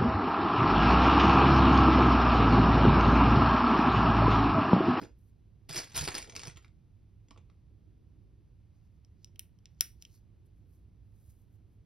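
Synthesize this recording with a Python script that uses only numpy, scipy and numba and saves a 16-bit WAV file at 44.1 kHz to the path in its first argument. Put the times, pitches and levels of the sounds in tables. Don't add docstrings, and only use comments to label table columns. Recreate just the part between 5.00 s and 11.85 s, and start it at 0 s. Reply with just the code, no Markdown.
import sys
import numpy as np
from scipy import signal
from scipy.fft import rfft, irfft, next_fast_len
from scipy.io import wavfile
from scipy.ndimage import uniform_filter1d
from numba import njit

SR = 44100
rng = np.random.default_rng(int(sys.argv[2]) if len(sys.argv) > 2 else 0)


def voltage_ratio(decibels):
    exponent = np.asarray(decibels, float) / 20
    return 10 ** exponent


def file_out(sig):
    cols = np.atleast_2d(sig).T
    lim = np.clip(cols, -1, 1)
    pcm = np.round(lim * 32767).astype(np.int16)
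    wavfile.write(sys.argv[1], SR, pcm)


N = 302085

# pitch in Hz, 60 dB decay in seconds, level in dB.
TRAY_MODES = [(279, 0.07, 0), (329.2, 0.06, -7.5), (430, 0.045, 3.5), (543, 0.026, 2), (630, 0.034, 0.5),
              (891.5, 0.03, -5.5), (1270, .02, -8)]
# peak, rise and fall in seconds, rattle in dB, tray in dB.
HEAP_PUSHES = [(0.03, 0.058, 0.032, -55, -55), (0.692, 0.0038, 0.2, -44.5, -61.5),
               (0.775, 0.035, 0.034, -36, -47), (0.962, 0.019, 0.093, -34, -50.5),
               (1.04, .05, 0.042, -46.5, -62), (1.078, 0.0042, 0.021, -33.5, -39.5),
               (1.146, 0.014, 0.073, -40.5, -52.5), (1.18, 0.035, 0.025, -48, -54),
               (1.3, 0.091, 0.2, -69, -64), (1.353, 0.002, 0.045, -46.5, -57.5),
               (1.475, 0.067, 0.023, -51.5, -59), (1.575, 0.01, 0.0074, -54, -72),
               (1.645, 0.057, 0.038, -72, -100), (2.31, 0.0044, 0.024, -78, -75),
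               (2.378, 0.0082, 0.029, -84, -75)]
TRAY_DETUNE = 0.1


def at(points, hz):
    point_hz, value = np.transpose(points)
    return np.interp(np.log(hz + 1), np.log(point_hz + 1), value)


def colour(x, gain):
    size = next_fast_len(N + 8192)
    spectrum = rfft(x, size) * gain(np.fft.rfftfreq(size, 1 / SR))
    return irfft(spectrum, size)[..., :N]


def unit(x):
    return x / np.sqrt(np.mean(x ** 2))


@njit
def rings(start, hz, t60, size, n):
    out = np.zeros(n)
    for k in range(len(start)):
        turn = np.exp(2j * np.pi * hz[k] / SR - np.log(1000) / (t60[k] * SR))
        z = size[k] + 0j
        for i in range(int(start[k]), min(int(start[k] + t60[k] * SR), n)):
            out[i] += z.imag
            z *= turn
    return out


def strike(s, db, modes, detune=0.022, scatter_db=2.5):
    hz, t60, mode_db = np.transpose(modes)
    chance = rng.standard_normal((len(s), len(hz), 2))
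    polarity = (-1.) ** np.arange(len(hz))
    size = voltage_ratio(db[:, None] + mode_db + scatter_db * chance[..., 0]) * polarity
    tuned = hz * (1 + detune * chance[..., 1])
    start = np.repeat(s * SR, len(hz))
    return rings(start, tuned.ravel(), np.tile(t60, len(s)), size.ravel(), N)


def crack(s, db, low_hz, high_hz):
    pulses = np.zeros(N)
    np.add.at(pulses, (s * SR).astype(int), voltage_ratio(db))
    sos = signal.butter(3, [low_hz, high_hz], "bandpass", fs=SR, output="sos")
    band = signal.sosfilt(sos, pulses) * SR / (2 * (high_hz - low_hz))
    return band - 0.081 * np.roll(band, int(0.00017 * SR))


def patter(count, size, low_hz, high_hz, cycles, spread_db):
    when, luck = rng.random((count, 2)).T
    place = (np.arange(size) + rng.random((count, size))) / size
    hz = low_hz + (high_hz - low_hz) * place
    t60 = cycles / np.sqrt(hz * 4000)
    force = voltage_ratio(-spread_db * np.log(luck + 1 / 100))[:, None] * rng.standard_normal((count, size))
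    start = np.repeat(when * N, size)
    return unit(rings(start, hz.ravel(), t60.ravel(), (force / np.sqrt(t60)).ravel(), N))


def swells(rows, column):
    rows = np.array(rows)
    late = np.arange(N) / SR - rows[:, :1]
    rise, fall, db = rows[:, [1]], rows[:, [2]], rows[:, [column]]
    span_db = 20
    return voltage_ratio(db - span_db * np.maximum(-late / rise, late / fall)).sum(axis=0)


def knocks():
    # start in seconds, peak in dB, pitch in Hz, treble in dB.
    raked = [(0.6931, -34, 3100, -13), (0.7013, -36.5, 3550, -16), (0.7093, -32, 5160, -24),
             (0.7274, -34.5, 5010, -18.5), (0.7342, -34.5, 4540, -23.5), (0.7448, -31, 4730, -23),
             (0.7587, -26.5, 4730, -16), (0.7628, -31, 5010, -23.0), (0.7753, -25, 5270, -19.5),
             (0.7788, -30.5, 4670, -17), (0.782, -32.5, 1740, -14.5), (0.7868, -27.5, 4580, -18.5),
             (0.7983, -33.5, 5360, -17.5), (0.802, -32.5, 5060, -17), (0.8176, -37.7, 5060, -22),
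             (0.8326, -39.5, 2110, -18.5), (0.8395, -42, 3180, -16.5), (0.843, -42, 5490, -17),
             (0.8727, -49.5, 1700, -27), (0.8764, -53, 1850, -20.5), (0.8987, -49.5, 4860, -22.5),
             (0.9048, -50.5, 2230, -26.5), (0.9181, -45, 2840, -26.5), (0.9235, -46, 2920, -28),
             (0.9326, -48.5, 1890, -19), (0.9449, -42.5, 3010, -17.5), (0.956, -29.5, 4130, -12),
             (0.9615, -27.5, 5270, -13.5), (0.9663, -27, 5310, -5), (0.9757, -21.5, 4670, -13),
             (0.9822, -28, 5380, -17.0), (0.9857, -28, 4670, -15), (0.9895, -22.5, 4750, -16),
             (1.0092, -27.5, 4690, -11), (1.0194, -30, 4750, -14.5)]
    # start in seconds, peak in dB, pitch in Hz,
    # treble in dB.
    dug = [(1.0346, -33, 4750, -10), (1.0404, -32.5, 4730, -13.7), (1.0482, -31, 5400, -15),
           (1.0524, -32.5, 3180, -11.4), (1.0589, -35.5, 3350, -19), (1.0761, -28, 3200, -22.2),
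           (1.0834, -25.5, 1950, -24), (1.0865, -29.5, 3290, -26), (1.1053, -38.5, 4880, -21.8),
           (1.1172, -33, 1850, -23.0), (1.1249, -37, 1800, -18), (1.1424, -33.5, 5180, -16),
           (1.1504, -28, 3350, -20), (1.1538, -33.5, 3050, -20.9), (1.1701, -34.5, 5190, -22),
           (1.1766, -29.5, 3280, -20.2), (1.1805, -25.5, 3080, -19), (1.1861, -35, 2410, -13),
           (1.2177, -36, 5050, -15), (1.2246, -34.5, 5060, -22.6), (1.2434, -43, 1800, -23),
           (1.273, -48, 3310, -26), (1.2958, -36.5, 5070, -33), (1.3035, -47, 2330, -30),
           (1.322, -41, 5200, -43), (1.3304, -61, 2520, -31), (1.3517, -38.5, 4710, -22),
           (1.3627, -26.5, 5230, -22), (1.3736, -43.5, 4860, -24.5), (1.3932, -32, 4670, -35),
           (1.3998, -39, 4730, -32), (1.4159, -35.5, 4520, -36), (1.4279, -43, 2100, -32),
           (1.4331, -30.5, 4840, -30), (1.4393, -40.1, 2020, -37), (1.4523, -39, 4770, -30),
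           (1.4659, -46, 2020, -30), (1.4709, -35, 4700, -20), (1.4796, -36, 2500, -30),
           (1.4936, -46, 2060, -28), (1.4972, -43.5, 1930, -27), (1.5027, -55, 3000, -27.1),
           (1.507, -54, 2530, -26), (1.511, -50.3, 3180, -29), (1.5184, -66, 2020, -28)]
    # start in seconds, peak in dB, pitch in Hz,
    # tray in dB.
    settling = [(0.0144, -43, 1540, -11), (0.028, -40, 1800, -7), (0.036, -43, 3020, -15),
                (0.0471, -47, 4850, -4), (0.054, -48, 1590, -15), (0.0844, -65, 980, 1),
                (1.559, -48, 3000, -22), (1.5622, -49, 3020, -31), (1.5703, -38.5, 3110, -41),
                (1.576, -44, 1910, -30), (1.583, -61, 4200, -28), (1.6242, -54, 4000, -32),
                (1.6456, -45, 2150, -38), (1.679, -59.5, 3800, -19), (2.284, -56, 5280, -16),
                (2.3074, -47, 3090, -19), (2.3078, -47, 5460, -20), (2.309, -56, 2090, -25),
                (2.3115, -46.5, 1107, -10), (2.3609, -51, 1067, -4.5), (2.374, -56, 1020, -13),
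                (2.3751, -52, 2985, -13), (2.376, -64, 5130, -17), (2.38, -53, 2290, -16),
                (2.4982, -58, 1140, -13), (2.499, -58.5, 2300, -27)]
    hard_tray_db, soft_treble_db = -32, -39
    hard, soft = np.r_[raked, dug], np.array(settling)
    zero, one = np.zeros(len(hard)), np.ones(len(soft))
    hard = np.c_[hard, zero + hard_tray_db, zero]
    soft = np.c_[soft[:, :3], one * soft_treble_db, soft[:, 3], one]
    return np.r_[hard, soft].T


def tumble():
    # pitch in Hz, 60 dB decay in seconds, level in dB.
    stud = [(5965, 0.0057, 0), (6700, 0.026, 3.5), (7857, 0.03, -3), (8140, 0.009, -3.5),
            (5170, 0.0012, -20.5), (4200, 0.0021, -2)]
    # pitch in Hz, 60 dB decay in seconds, level in dB.
    shell = [(3030, 0.006, 6), (3450, 0.0057, 6), (2700, 0.008, -1.5)]
    # pitch in Hz, 60 dB decay in seconds, level in dB.
    edge = [(9240, 0.035, -1), (10480, 0.0098, 6), (12730, 0.0072, -6), (12300, 0.0051, -2.35),
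            (15300, .003, 3), (14600, .003, 0), (8955, 0.012, -1)]
    # pitch in Hz, 60 dB decay in seconds, level in dB.
    body = [(2150, 0.017, -0.5), (1330, 0.0072, 0), (923, .006, -5), (1842, 0.001715, -7)]
    s, db, hz, treble_db, tray_db, soft = knocks()
    dull_db = soft * 6 * np.minimum(np.log2(hz / 3600), 0)
    stud_db = -1.5 + 0.15 * treble_db + 2 * dull_db
    s = s + 0.0008
    out = strike(s, db + tray_db - 2, np.array(TRAY_MODES) * [1, 0.6, 1], detune=TRAY_DETUNE)
    out += crack(s, db + dull_db - 10, low_hz=890, high_hz=7150)
    out += crack(s, db + treble_db - 1, low_hz=6976, high_hz=16000)
    for bounce in range(2):
        late, shift, luck = rng.random((len(s), 3)).T
        if bounce:
            s = s + 0.0007 + 0.002 * late
            db = db - 1.1 - 4 * luck
        pitch = hz * (1 + 0.12 * bounce * (shift - 0.5))
        out += rings(s * SR, pitch, 11 / hz, voltage_ratio(db - 2.5), N)
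        out += strike(s, db + dull_db - 13.5, np.r_[shell, body], detune=0.2, scatter_db=1.5)
        out += strike(s, db + stud_db - 7, stud, detune=0.1, scatter_db=3)
        out += strike(s, db + treble_db - 4, edge, detune=0.04, scatter_db=3)
    walls = rng.standard_normal(200) * np.exp(-np.arange(200) / (0.0012 * SR))
    out = out + 0.3 * signal.fftconvolve(out, walls / np.linalg.norm(walls))[:N]
    return out * voltage_ratio(-1.5)


def rustle():
    # frequency in Hz, level in dB.
    tone = [(600, -9), (1200, -6), (2000, 0.5), (3000, -3), (3800, -3), (5000, 7.5), (6300, -7),
            (7600, -7.5), (8600, 1.5), (10000, -13.5), (12800, -11.5), (14400, -20.5), (15700, -17),
            (16000, -38.5)]
    bed = patter(count=6500, size=10, low_hz=500, high_hz=15800, cycles=20, spread_db=2.6)
    bed = unit(colour(bed, lambda f: voltage_ratio(at(tone, f))))
    return bed * swells(HEAP_PUSHES, column=3) * voltage_ratio(-0.5)


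def thuds():
    # pitch in Hz, 60 dB decay in seconds, level in dB.
    table = [(76.1, 0.014, 0), (102, 0.167, -0.47), (150.7, 0.16, -1)]
    # start in seconds, peak in dB, pitch in Hz.
    bumps = [(0.009, -44.5, 197), (0.021, -31, 258), (0.039, -34, 325), (0.694, -41.5, 116),
             (0.702, -35.5, 142), (0.788, -42, 296), (0.974, -43, 430), (0.962, -32, 102), (0.99, -36, 68),
             (1.009, -31.5, 81.66), (1.011, -33.5, 146), (1.031, -33.5, 150), (1.077, -36.5, 87.6),
             (1.077, -41, 426), (1.075, -31, 730), (1.078, -34.5, 1000), (1.083, -37, 603),
             (1.084, -38.5, 342), (1.087, -35.5, 940), (1.086, -36.5, 96), (1.147, -37, 284.3),
             (1.223, -42, 62), (1.476, -35.5, 145), (1.556, -40.5, 101)]
    s, db, hz = np.transpose(bumps)
    out = rings(s * SR, hz, 9 / hz, voltage_ratio(db - 1.5), N)
    out -= rings(s * SR, hz, 1.6 / hz, voltage_ratio(db - 1.5), N)
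    push = swells(HEAP_PUSHES, column=4)
    for modes, floor_db in (TRAY_MODES, 0), (table, -4.5):
        s, luck = rng.random((900, 2)).T
        shake = strike(s * N / SR, -3 * np.log(luck + 1 / 100), modes, detune=TRAY_DETUNE)
        out += push * unit(shake) * voltage_ratio(floor_db + 5)
    return out


def snaps():
    # start in seconds, then stud, shell, treble
    # and hollow levels in dB.
    clicks = [(4.048, -52.5, -77, -79, -69), (4.2452, -34.5, -48, -40.5, -57.5),
              (4.273, -65, -59, -67.5, -91), (4.359, -58, -47.5, -53, -54),
              (4.3939, -32, -32.5, -20.5, -38.5), (4.395, -62, -55.5, -48.5, -63),
              (4.588, -62, -67, -63.5, -68.5), (4.6566, -40, -41, -66.5, -67.5),
              (4.747, -70, -85.5, -87, -95), (4.798, -70.5, -60.5, -75.5, -63.5),
              (4.8085, -9.5, -21, -3.5, -54), (5.0236, -36, -42, -37, -54),
              (5.0507, -40, -39.5, -78, -41.5)]
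    s, stud_db, shell_db, treble_db, hollow_db = np.transpose(clicks)
    body_db = 22 + 2.62 * shell_db
    s = s + 0.0004

    def tone(hz, t60, db):
        return rings(s * SR, hz + 0 * s, t60 + 0 * s, voltage_ratio(db), N)

    ring = tone(5640, 0.0052, stud_db + 0.5) + tone(5700, 0.1, stud_db - 44)
    ring += tone(3200, 0.014, hollow_db) + tone(10300, 0.0075, treble_db - 15)
    ring = signal.sosfilt(signal.butter(3, 2200, "highpass", fs=SR, output="sos"), ring)
    click = crack(s, stud_db - 12.5, low_hz=4900, high_hz=7870)
    click -= crack(s, shell_db - 7, low_hz=1950, high_hz=4024)
    click += crack(s, body_db, low_hz=1250, high_hz=2400)
    click += crack(s, treble_db, low_hz=8000, high_hz=16200)
    click += strike(s, body_db - 16.5, np.array(TRAY_MODES) * [1, 0.4, 1])
    echoes = voltage_ratio(-13) * np.roll(click, int(0.0027 * SR)) + voltage_ratio(-21) * np.roll(click, int(0.0043 * SR))
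    return click + echoes, ring


def rub():
    # peak, rise and fall in seconds, skin hiss in dB, plastic in dB.
    strokes = [(0.19, .03, 0.12, -90, -102), (0.298, 0.11, 0.028, -91, -101),
               (3.766, 0.071, 0.093, -100, -90), (3.856, 0.037, 0.048, -99, -90),
               (3.96, 0.087, .1, -101, -97), (4.235, 0.087, 0.0091, -99.5, -84),
               (4.71, .02, 0.068, -98, -91), (4.8, 0.029, 0.008, -100, -78), (4.97, 0.017, 0.061, -99, -91),
               (5.018, 0.015, 0.012, -82, -70.5), (5.07, 0.031, 0.12, -93, -97),
               (5.16, 0.15, 0.046, -80.5, -75), (5.464, 0.017, 0.019, -82.5, -103),
               (5.578, 0.092, .08, -97.5, -100), (5.738, 0.09, 0.12, -86.5, -94),
               (6.19, 0.13, 0.087, -99.5, -100), (6.306, 0.19, 0.073, -80, -90),
               (6.416, 0.11, 0.05, -88, -99), (6.555, 0.089, 0.032, -88.5, -99.5),
               (6.73, .1, 0.077, -93.5, -107)]
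    skin = patter(count=15000, size=4, low_hz=6800, high_hz=15700, cycles=12, spread_db=1.5)
    plastic = patter(count=10000, size=3, low_hz=4200, high_hz=7200, cycles=20, spread_db=1.5)
    skin = skin * swells(strokes, column=3) * voltage_ratio(8.5)
    return skin + plastic * swells(strokes, column=4) * voltage_ratio(2.5)


def diffuse(shared, differing):
    # frequency in Hz, share of diffuse sound that differs.
    apart = [(40, .2), (150, .33), (500, .65), (1500, .62), (2300, .45), (3200, .14), (6000, .14),
             (6900, .02), (8400, .02), (16000, .06)]
    side = colour(differing, lambda f: np.clip(at(apart, f), 0, 1))
    return np.array([shared + side, shared - side])


def reverb(x, t60=0.22, level_db=-39.0, dull_hz=9000):
    t = np.arange(int(0.3 * SR)) / SR
    fade = np.exp(-np.log(1000) * t / t60) * (1 - np.exp(-(t / 0.0024) ** 2))
    tails = rng.standard_normal((2, len(t))) * fade
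    wet = signal.fftconvolve(x[None], tails * voltage_ratio(level_db), axes=1)[:, :N]
    return diffuse(*colour(wet, lambda f: 1 / np.sqrt(1 + (f / dull_hz) ** 2)))


def room():
    # frequency in Hz, density in dB per Hz.
    air_tone = [(25, -93), (40, -82), (62, -76), (125, -87), (160, -87), (250, -98.5), (400, -110),
                (630, -114.5), (1000, -118), (1600, -123), (2500, -122.5), (5000, -127.5), (9000, -131),
                (13000, -137), (16000, -145)]
    air = colour(rng.standard_normal((2, N)), lambda f: voltage_ratio(at(air_tone, f)) * np.sqrt(SR / 2))
    hum = colour(rng.standard_normal((2, N)), lambda f: 1 / (1 + ((f - 102) / 12) ** 2))
    rumble = colour(rng.standard_normal((2, N)), lambda f: 1 / (1 + ((f - 310) / 90) ** 2))
    span = int(0.5 * SR)
    drift = unit(uniform_filter1d(uniform_filter1d(rng.standard_normal(N), span), span))
    return diffuse(*(air + unit(hum) * voltage_ratio(-63) + unit(rumble) * voltage_ratio(-77 + 2 * drift)))


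def scene():
    blows = tumble()
    tray = rustle() + blows + thuds()
    click, ring = snaps()
    skin = rub()
    aside = colour(0.04 * blows + 0.09 * click, lambda f: f > 6000) * np.array([[1], [-1]])
    scatter = rng.standard_normal(400) * np.exp(-np.arange(400) / 90)
    scattered = signal.fftconvolve(tray, scatter / np.linalg.norm(scatter))[:N]
    wide = diffuse(tray, 0.7 * scattered)
    click_to_room = colour(click, lambda f: 1 + 0.23 * (f < 4500))
    to_room = tray * voltage_ratio(6) + click_to_room + skin + ring * voltage_ratio(-6)
    return wide + aside + click + ring + skin + reverb(to_room) + room()


def low_pass(x):
    return signal.sosfilt(signal.butter(12, 16570, fs=SR, output="sos"), x)


def record(dry):
    # frequency in Hz, lead of the right port in radians.
    lead = [(0, 0), (4000, .1), (5500, 1.1), (6300, 1.5), (6950, 3.1), (8350, 3.15), (9650, 1.6),
            (11000, .1), (11900, -.1), (13100, -1.6), (14200, -3.1), (15100, -3.2), (16500, -5)]
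    # frequency in Hz, left minus right in dB.
    tilt = [(50, -2.5), (110, -5.5), (300, -3), (800, -2.5), (2200, -.3), (6900, .2), (8400, .2),
            (16000, -.8)]

    def ports(hz):
        half = voltage_ratio(at(tilt, hz) / 2) * np.exp(-0.5j * np.interp(hz, *np.transpose(lead)))
        return np.array([half, 1 / half]) / (1 + (hz / 15950) ** 150)

    return low_pass(colour(dry, ports))


dry = scene()
out = record(dry)
file_out(out)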